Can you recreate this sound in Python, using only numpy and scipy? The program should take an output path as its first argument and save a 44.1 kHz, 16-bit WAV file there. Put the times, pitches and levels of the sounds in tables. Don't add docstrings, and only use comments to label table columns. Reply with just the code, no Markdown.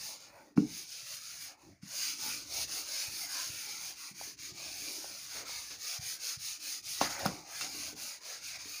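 import sys
import numpy as np
from scipy import signal
from scipy.io import wavfile
from scipy.ndimage import uniform_filter1d

SR = 44100
rng = np.random.default_rng(int(sys.argv[2]) if len(sys.argv) > 2 else 0)


def store_wav(level_fs):
    pcm = np.round(np.clip(np.atleast_2d(level_fs), -1, 1) * 32767)
    wavfile.write(sys.argv[1], SR, pcm.T.astype(np.int16))


N = 388080



def gain_of(db):
    return 10 ** (np.asarray(db) / 20)


def evened(x):
    return x / np.sqrt(np.mean(x ** 2) + 1e-20)


def read(points, hz):
    f, value = np.transpose(points)
    return np.interp(np.log(hz + 1), np.log(f + 1), value)


def follow(rows):
    s, *columns = np.transpose(rows)
    return [np.interp(np.arange(N) / SR, s, column) for column in columns]


def add(mix, s, sound):
    part = mix[round(s * SR):][:len(sound)]
    part += sound[:len(part)]


def blend(first, second, share):
    angle = np.pi / 2 * np.clip(share, 0, 1)
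    return np.cos(angle) * first + np.sin(angle) * second


def smoothed(field, bins, frames):
    return uniform_filter1d(uniform_filter1d(field, size=bins, axis=0), size=frames, axis=1)


def coloured(x, points, patchy_db, size):
    overlap = size * 3 // 4
    hz, _, z = signal.stft(x, SR, nperseg=size, noverlap=overlap)
    patches = evened(smoothed(rng.standard_normal(z.shape), bins=7, frames=15))
    level_db = read(points, hz)[:, None] + patchy_db * patches
    shaped = signal.istft(z * gain_of(level_db), SR, nperseg=size, noverlap=overlap)[1]
    return evened(shaped[:N])


def fibres(per_s, spread_db):
    clicks = rng.random(N) < per_s / SR
    size_db = spread_db * np.minimum(rng.exponential(1, N), 4)
    return clicks * rng.standard_normal(N) * gain_of(size_db)


# f/Hz, t60/s
ROOM_DECAY = [(100, 0.324), (400, 0.33), (1500, 0.1), (6000, 0.057), (15000, 0.11)]


def classroom(x):
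    echoes = np.zeros(SR // 2)
    at = np.arange(300, len(echoes) - 20, 20)
    echoes[at + rng.integers(0, 20, len(at))] = rng.choice([-1., 1.], len(at))
    hz, t, z = signal.stft(echoes, SR, nperseg=256)
    decay_db = -60 * t / read(ROOM_DECAY, hz)[:, None]
    tail = signal.istft(z * gain_of(decay_db), SR, nperseg=256)[1]
    return signal.fftconvolve(x, tail / np.linalg.norm(tail))[:N]


def struck(modes, best_hz, octaves, damping, contact_cycles):
    t = np.arange(SR // 2)[:, None] / SR
    contact = contact_cycles / best_hz
    hz, db, t60 = np.transpose(modes)
    reach_db = -6 * (np.log2(hz / best_hz) / octaves) ** 2
    decay_db = -60 * t / (t60 * damping)
    ring = gain_of(db + reach_db + decay_db) * np.sin(2 * np.pi * hz * (t - contact))
    swell = np.sin(np.pi / 2 * np.minimum(t[:, 0] / contact, 1)) ** 2
    ring = ring.sum(axis=1) * swell
    return ring / abs(ring).max()


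# f/Hz, relative level/dB, t60/s before the hand's damping
PANEL_MODES = [(66.5, -19, 0.71), (84.2, 8.5, 0.25), (121.5, 2.5, 0.111), (127.6, 5.5, 0.25),
               (170, 3, 0.22), (195.6, 6, 0.21), (230, -3.5, 0.21), (249, -5, 0.31), (262, -0.5, 0.33),
               (293, -3, 0.53), (311, -7, 0.46), (365, -21, .2), (420, 4, 0.35), (472, 7, 0.198),
               (549, 2, 0.21)]
# t/s, peak level/dB, pitch struck best f/Hz, damping by the hand (factor on t60)
PANEL_THUDS = [(0.563, -33.5, 232, 0.55), (0.576, -14.5, 245, 0.46), (1.826, -42.5, 178, 0.44),
               (2.258, -50.5, 303, 0.45), (3.071, -50.5, 101, 0.38), (3.489, -50, 104, 0.39),
               (3.668, -59, 340, 1), (4.106, -53.5, 179, 0.93), (4.272, -55, 330, 0.47),
               (4.512, -53, 132, 1), (4.819, -55, 322, 0.95), (5.359, -54, 370, 0.94),
               (5.984, -43.5, 116, 0.22), (6.363, -49, 115, 0.36), (7.011, -30.5, 260, 0.22),
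               (7.255, -28, 189, 0.56), (7.615, -65, 297, 0.6), (7.743, -51, 316, 0.7),
               (7.926, -50, 337, 0.61), (8.653, -53, 307, 0.78)]


def thuds():
    out = np.zeros(N)
    for s, db, best_hz, damping in PANEL_THUDS:
        ring = struck(PANEL_MODES, best_hz, octaves=0.48, damping=damping, contact_cycles=1.68)
        add(out, s, gain_of(db) * ring)
    return out


# f/Hz, relative level/dB, t60/s before damping
DUSTER_MODES = [(568, 4, 0.022), (692, 0, 0.021), (806, 12, 0.018), (1096, -3, 0.057), (1320, 6.5, 0.023),
                (1433, -0.5, 0.09), (1850, 6, 0.0054), (2275, 14, 0.05), (2700, 23, 0.06),
                (4420, -13.5, .02), (5190, -8, 0.022), (6450, -6.5, .015)]
# t/s, peak level of the ring/dB, pitch struck best f/Hz,
# spread/octaves (6 dB down), gain of the crack against that level/dB
DUSTER_TAPS = [(0.575, -29.5, 1060, 0.69, -19), (1.826, -54, 1700, 0.33, -6), (4.212, -39, 730, 0.23, -25),
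               (5.043, -41, 656, 0.54, -29), (5.494, -46.5, 734, 0.27, -18), (5.709, -48, 1600, 0.54, -15),
               (7.013, -27.5, 2400, 1.1, -13), (7.013, -17.5, 876, 0.43, -25),
               (7.192, -40.5, 1330, 0.44, 6), (7.255, -24.5, 625, 0.58, -8), (7.26, -23, 1120, 0.44, -4),
               (7.262, -22.5, 5400, 0.28, -25), (7.611, -28.5, 1450, 0.89, -13)]


def taps():
    out = np.zeros(N)
    t = np.arange(2000) / SR
    for s, db, best_hz, octaves, crack_db in DUSTER_TAPS:
        ring = struck(DUSTER_MODES, best_hz, octaves, damping=0.73, contact_cycles=1.26)
        add(out, s, gain_of(db) * ring)
        grit = np.diff(rng.standard_normal(len(t)), prepend=0)
        rise = 1 - np.exp(-t / 0.00052)
        fade_db = -60 * t / 0.016
        add(out, s, gain_of(db + crack_db + fade_db) * grit * rise)
    return out


# f/Hz, relative level/dB
SKID_SPECTRUM = [(150, -10), (400, -1.5), (800, -8.5), (1500, -4), (2300, -4.5), (3500, -2), (7000, -17.5)]
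# t/s, level/dB (rms ahead of the envelope), fade time constant/s, brightness (0-1)
SUDDEN_SLIPS = [(1.822, -67, 0.029, 0.4), (2.715, -44, 0.04, 1), (4.386, -53, 0.04, 0.97),
                (5.349, -48, 0.11, 0.34), (5.702, -43.5, 0.056, 0.78), (6.845, -54, 0.033, 1),
                (7.007, -31, 0.053, 0.59), (7.102, -38.5, 0.03, 0.8), (7.187, -46, 0.052, 0.54),
                (7.247, -41, 0.044, 0.36), (7.607, -36.5, 0.055, 0.69)]


def slips():
    dull = coloured(fibres(per_s=4000, spread_db=1.5), SKID_SPECTRUM, patchy_db=-2.5, size=256)
    bright = coloured(fibres(per_s=15000, spread_db=4), HISS_SPECTRUM, patchy_db=1.2, size=256)
    out = np.zeros(N)
    for s, db, length, share in SUDDEN_SLIPS:
        t = np.arange(0, 2 * length, 1 / SR)
        shape = (1 - np.exp(-t / 0.0025)) * np.exp(-(t / length) ** 1.9)
        here = slice(round(s * SR), round(s * SR) + len(t))
        add(out, s, gain_of(db) * shape * blend(dull[here], bright[here], share))
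    return out


# t/s, hiss level at the turn/dB, hiss level at full speed/dB,
# fastest moment (0-1 of the stroke), peakedness (power of a sine arch), fizz against hiss/dB, drag level/dB
HAND_STROKES = [(0.0, -47.5, -43.5, 0.36, 1, -3, -61.5), (0.19, -57.5, -53.0, 0.13, 1.6, -13.0, -63.5),
                (0.329, -70.0, -66, 0.13, 0.98, -25, -61), (0.557, -86, -52, 0.24, 1.3, -12, -60.5),
                (0.649, -55.5, -44.5, 0.61, 1.5, -3, -67), (0.873, -52, -45.5, 0.46, 0.8, -6.5, -68.5),
                (1.038, -48.5, -44, 0.56, 1.2, -3, -57.5), (1.207, -50, -46, 0.64, 0.8, -7.0, -66.5),
                (1.388, -49.5, -45.5, 0.2, 1.77, -2, -58.5), (1.569, -73, -65.0, 0.25, 1.8, -20, -64),
                (1.815, -79, -56.5, 0.7, 0.88, -8, -66), (1.86, -54, -35.5, 0.72, 1.6, -8, -61.5),
                (2.164, -45.5, -37.5, 0.36, 1.43, -3.5, -58.5), (2.454, -50.5, -36.0, 0.78, 1.8, -4.5, -58),
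                (2.669, -50.5, -39.5, 0.53, 0.93, -2, -57.5), (2.849, -47, -37.5, 0.65, 0.93, -5.5, -54),
                (3.093, -45, -40.5, 0.67, 1, -1.5, -62), (3.278, -46, -37.5, 0.44, 1.2, -7, -54.0),
                (3.512, -44, -43.5, 0.64, 0.8, -2.5, -64), (3.677, -44.5, -42, 0.2, 0.87, -6.5, -59.5),
                (3.796, -46.0, -42.5, 0.39, 0.8, -3.5, -58.5),
                (3.951, -56.0, -45.5, 0.5, 0.89, -5.5, -61.5), (4.136, -62, -45.0, 0.44, 1.06, -3.5, -62.5),
                (4.365, -73, -45, 0.6, 1, -7, -62.5), (4.53, -57.5, -43.5, 0.62, 0.89, -9, -58),
                (4.729, -44, -41.5, 0.64, 0.72, -4.5, -60.5), (5.0, -44.5, -47, 0.8, 1.3, -4.5, -64.5),
                (5.293, -48.5, -42.0, 0.57, 1, -7, -55), (5.443, -61, -42, 0.27, 1, -7.5, -57.0),
                (5.687, -47.5, -48, 0.4, 0.8, -7.5, -66), (5.777, -55.5, -38.5, 0.7, 0.97, -6.0, -60),
                (5.996, -54.5, -39.5, 0.53, 0.94, -2.5, -60), (6.186, -55, -37.5, 0.51, 1.1, -5, -56.5),
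                (6.38, -58, -39.5, 0.44, 1.06, -4, -65), (6.589, -56, -39.5, 0.53, 0.99, -5.5, -60),
                (6.82, -64, -39.5, 0.6, 0.98, -3.5, -70.5), (7.0, -41.5, -39, 0.52, 0.8, -6, -41),
                (7.089, -47, -42.5, 0.2, 0.8, -5, -46), (7.179, -47, -44, 0.55, 0.8, -13.5, -47),
                (7.29, -45, -48, 0.1, 1.1, -10, -50), (7.439, -57.5, -42, 0.62, 1.7, -5, -60.5),
                (7.702, -45.5, -41.5, 0.53, 0.8, -6.0, -56.0), (7.947, -62, -41.5, 0.35, 1.03, -4.5, -59.5),
                (8.2, -64, -44.0, 0.52, 1.17, -8, -54), (8.406, -54, -42.0, 0.56, 1.4, -6.5, -60.5),
                (8.541, -46, -44.5, 0.45, 0.8, -12, -48), (8.58, -56, -45.5, 0.45, 0.94, -11.5, -56),
                (8.64, -49.0, -44, 0.4, 0.86, -5.5, -58.5)]
LAST_TURN_S, LAST_TURN_DB = 8.85, -54
FIZZ_STEEP, DRAG_STEEP = 1.43, 0.66


def hand():
    start, turn_db, top_db, fastest, peaked, fizz_db, drag_db = np.transpose(HAND_STROKES)
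    t = np.arange(N) / SR
    edges = np.append(start, LAST_TURN_S)
    stroke = np.clip(np.searchsorted(edges, t, "right") - 1, 0, len(start) - 1)
    part = np.clip((t - edges[stroke]) / np.diff(edges)[stroke], 0, 1)
    lean = fastest[stroke]
    speeding = np.minimum(part / lean, (1 - part) / (1 - lean))
    arch = np.sin(np.pi / 2 * speeding) ** peaked[stroke]
    at_turn = gain_of(np.append(turn_db, LAST_TURN_DB)[stroke + (part > lean)])
    at_top = gain_of(top_db[stroke])
    hiss = 20 * np.log10(at_turn + (at_top - at_turn) * arch)
    middle = start + fastest * np.diff(edges)
    slowed_db = hiss - np.interp(t, middle, top_db)
    fizz = hiss + np.interp(t, middle, fizz_db) + (FIZZ_STEEP - 1) * slowed_db
    drag = np.interp(t, middle, drag_db) + DRAG_STEEP * slowed_db
    return hiss, fizz, drag


# t/s, drag brightness (0-1), panel murmur level/dB, murmur depth (0-1)
HAND_PRESSURE = [(0.0, 0.41, -69.5, 0.52), (.5, .4, -69, .3), (.66, 0.36, -56, 0.6),
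                 (.78, 0.4, -64.5, 0.23), (.87, 0.54, -76.5, 0.67), (1.45, 0.91, -75.5, 0.6),
                 (1.6, 0.34, -79, 0.1), (1.68, 0.2, -56, 0.1), (1.78, 0.8, -83, 0.7),
                 (2.05, 0.62, -68.5, .1), (2.6, 0.2, -63.5, 0.5), (3.0, 0.68, -72.5, 0.38),
                 (3.45, 0.5, -68, 0.34), (4.35, 0.86, -71.5, .5), (4.9, 0.33, -62, 0.2),
                 (5.25, 0.6, -74, 0.47), (5.5, 0.56, -69, 0.54), (5.9, 0.64, -78.5, 0.42),
                 (6.96, 0.69, -75.5, 0.6), (7.04, 0.78, -61, 0.8), (7.17, 0.54, -58, .6),
                 (7.23, 0.23, -51.5, .4), (7.36, 0.41, -58, .3), (7.5, 0.46, -77, 0.3),
                 (7.95, 0.71, -61, 0.5), (8.06, 0.7, -63, 0.36), (8.12, .5, -79, .5),
                 (8.3, 0.6, -75.5, 0.6), (8.55, .85, -69.5, 0.6), (8.8, 0.75, -79, .5)]
# f/Hz, relative level/dB
HISS_SPECTRUM = [(500, -49), (1300, -15), (1900, -13), (2300, -2.5), (2700, -0.5), (4000, -1.5),
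                 (7000, 4.5), (8000, -5.5), (10000, -17.5)]
FIZZ_SPECTRUM = [(5000, -26), (7000, -5), (8500, -3.5), (16000, -4.5)]
DULL_DRAG = [(300, -20), (550, -2.5), (800, -1), (1100, -6.5), (1800, -19.5)]
BRIGHT_DRAG = [(500, -23), (900, -12), (1250, 0.5), (1700, 1.5), (2400, 4.5), (3500, -23)]
HIGH_MURMUR = [(120, -1.5), (220, 4.5), (312, 11.5), (380, 6.5), (600, -71.5)]
DEEP_MURMUR = [(30, -47.5), (60, 9), (120, 12.5), (190, 2), (300, -44)]


def rubbing():
    hiss_db, fizz_db, drag_db = hand()
    bright, murmur_db, depth = follow(HAND_PRESSURE)
    hiss = coloured(fibres(per_s=25000, spread_db=-2.5), HISS_SPECTRUM, patchy_db=0.95, size=512)
    fizz = coloured(fibres(per_s=20000, spread_db=1.5), FIZZ_SPECTRUM, patchy_db=1.4, size=512)
    drags = [coloured(fibres(per_s=6000, spread_db=2.5), colour, patchy_db=2.5, size=1024)
             for colour in (DULL_DRAG, BRIGHT_DRAG)]
    murmurs = [coloured(fibres(per_s=1500, spread_db=3.1), colour, patchy_db=2.5, size=2048)
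               for colour in (HIGH_MURMUR, DEEP_MURMUR)]
    felt = gain_of(hiss_db) * hiss + gain_of(fizz_db) * fizz
    drag = gain_of(drag_db) * blend(*drags, bright)
    murmur = gain_of(murmur_db) * blend(*murmurs, depth)
    return felt + drag + murmur


# f/Hz, rms depth/dB
WANDER_DEPTH = [(100, 3.5), (1800, 3.8), (2600, 2.4), (4000, 1.5), (15000, 1.6)]


def wandering(x):
    hz, _, z = signal.stft(x, SR, nperseg=1024, noverlap=768)
    field = rng.standard_normal(z.shape)
    for _ in range(2):
        field = smoothed(field, bins=3, frames=17)
    gain = gain_of(read(WANDER_DEPTH, hz)[:, None] * evened(field))
    gain = gain / np.sqrt((gain ** 2).mean(axis=1, keepdims=True))
    return signal.istft(z * gain, SR, nperseg=1024, noverlap=768)[1][:N]


def scene():
    hits = thuds() + taps()
    rub = wandering(rubbing()) + slips()
    room = classroom(gain_of(-14.5) * hits + gain_of(-18) * rub)
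    mono = rub + hits + room
    return np.array([mono, mono])


# f/Hz, level/dB
MICROPHONE_RESPONSE = [(1500, 4), (2370, 1), (3200, -6.5), (4200, 1.5), (4910, 4), (5700, -1.5),
                       (6580, 1.5), (7100, -8), (7800, -11), (9090, 3.5), (11000, -0.5), (13600, -7.5),
                       (14700, 2), (15500, 5.5)]
EDGE_HZ = 15480


def record(dry):
    hz = abs(np.fft.fftfreq(4096, 1 / SR))
    log_gain = np.log(gain_of(read(MICROPHONE_RESPONSE, hz)))
    spectrum = np.exp(log_gain - 1j * signal.hilbert(log_gain).imag)
    response = np.fft.ifft(spectrum).real[:1024]
    heard = signal.oaconvolve(dry, response[None])[:, :N]
    bass_cut = signal.butter(1, 45, "high", fs=SR, output="sos")
    heard = signal.sosfilt(bass_cut, heard)
    band_limit = signal.firwin(1023, EDGE_HZ, window=("kaiser", 11), fs=SR)
    return signal.oaconvolve(heard, band_limit[None], "same")


dry = scene()
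out = record(dry)
store_wav(out)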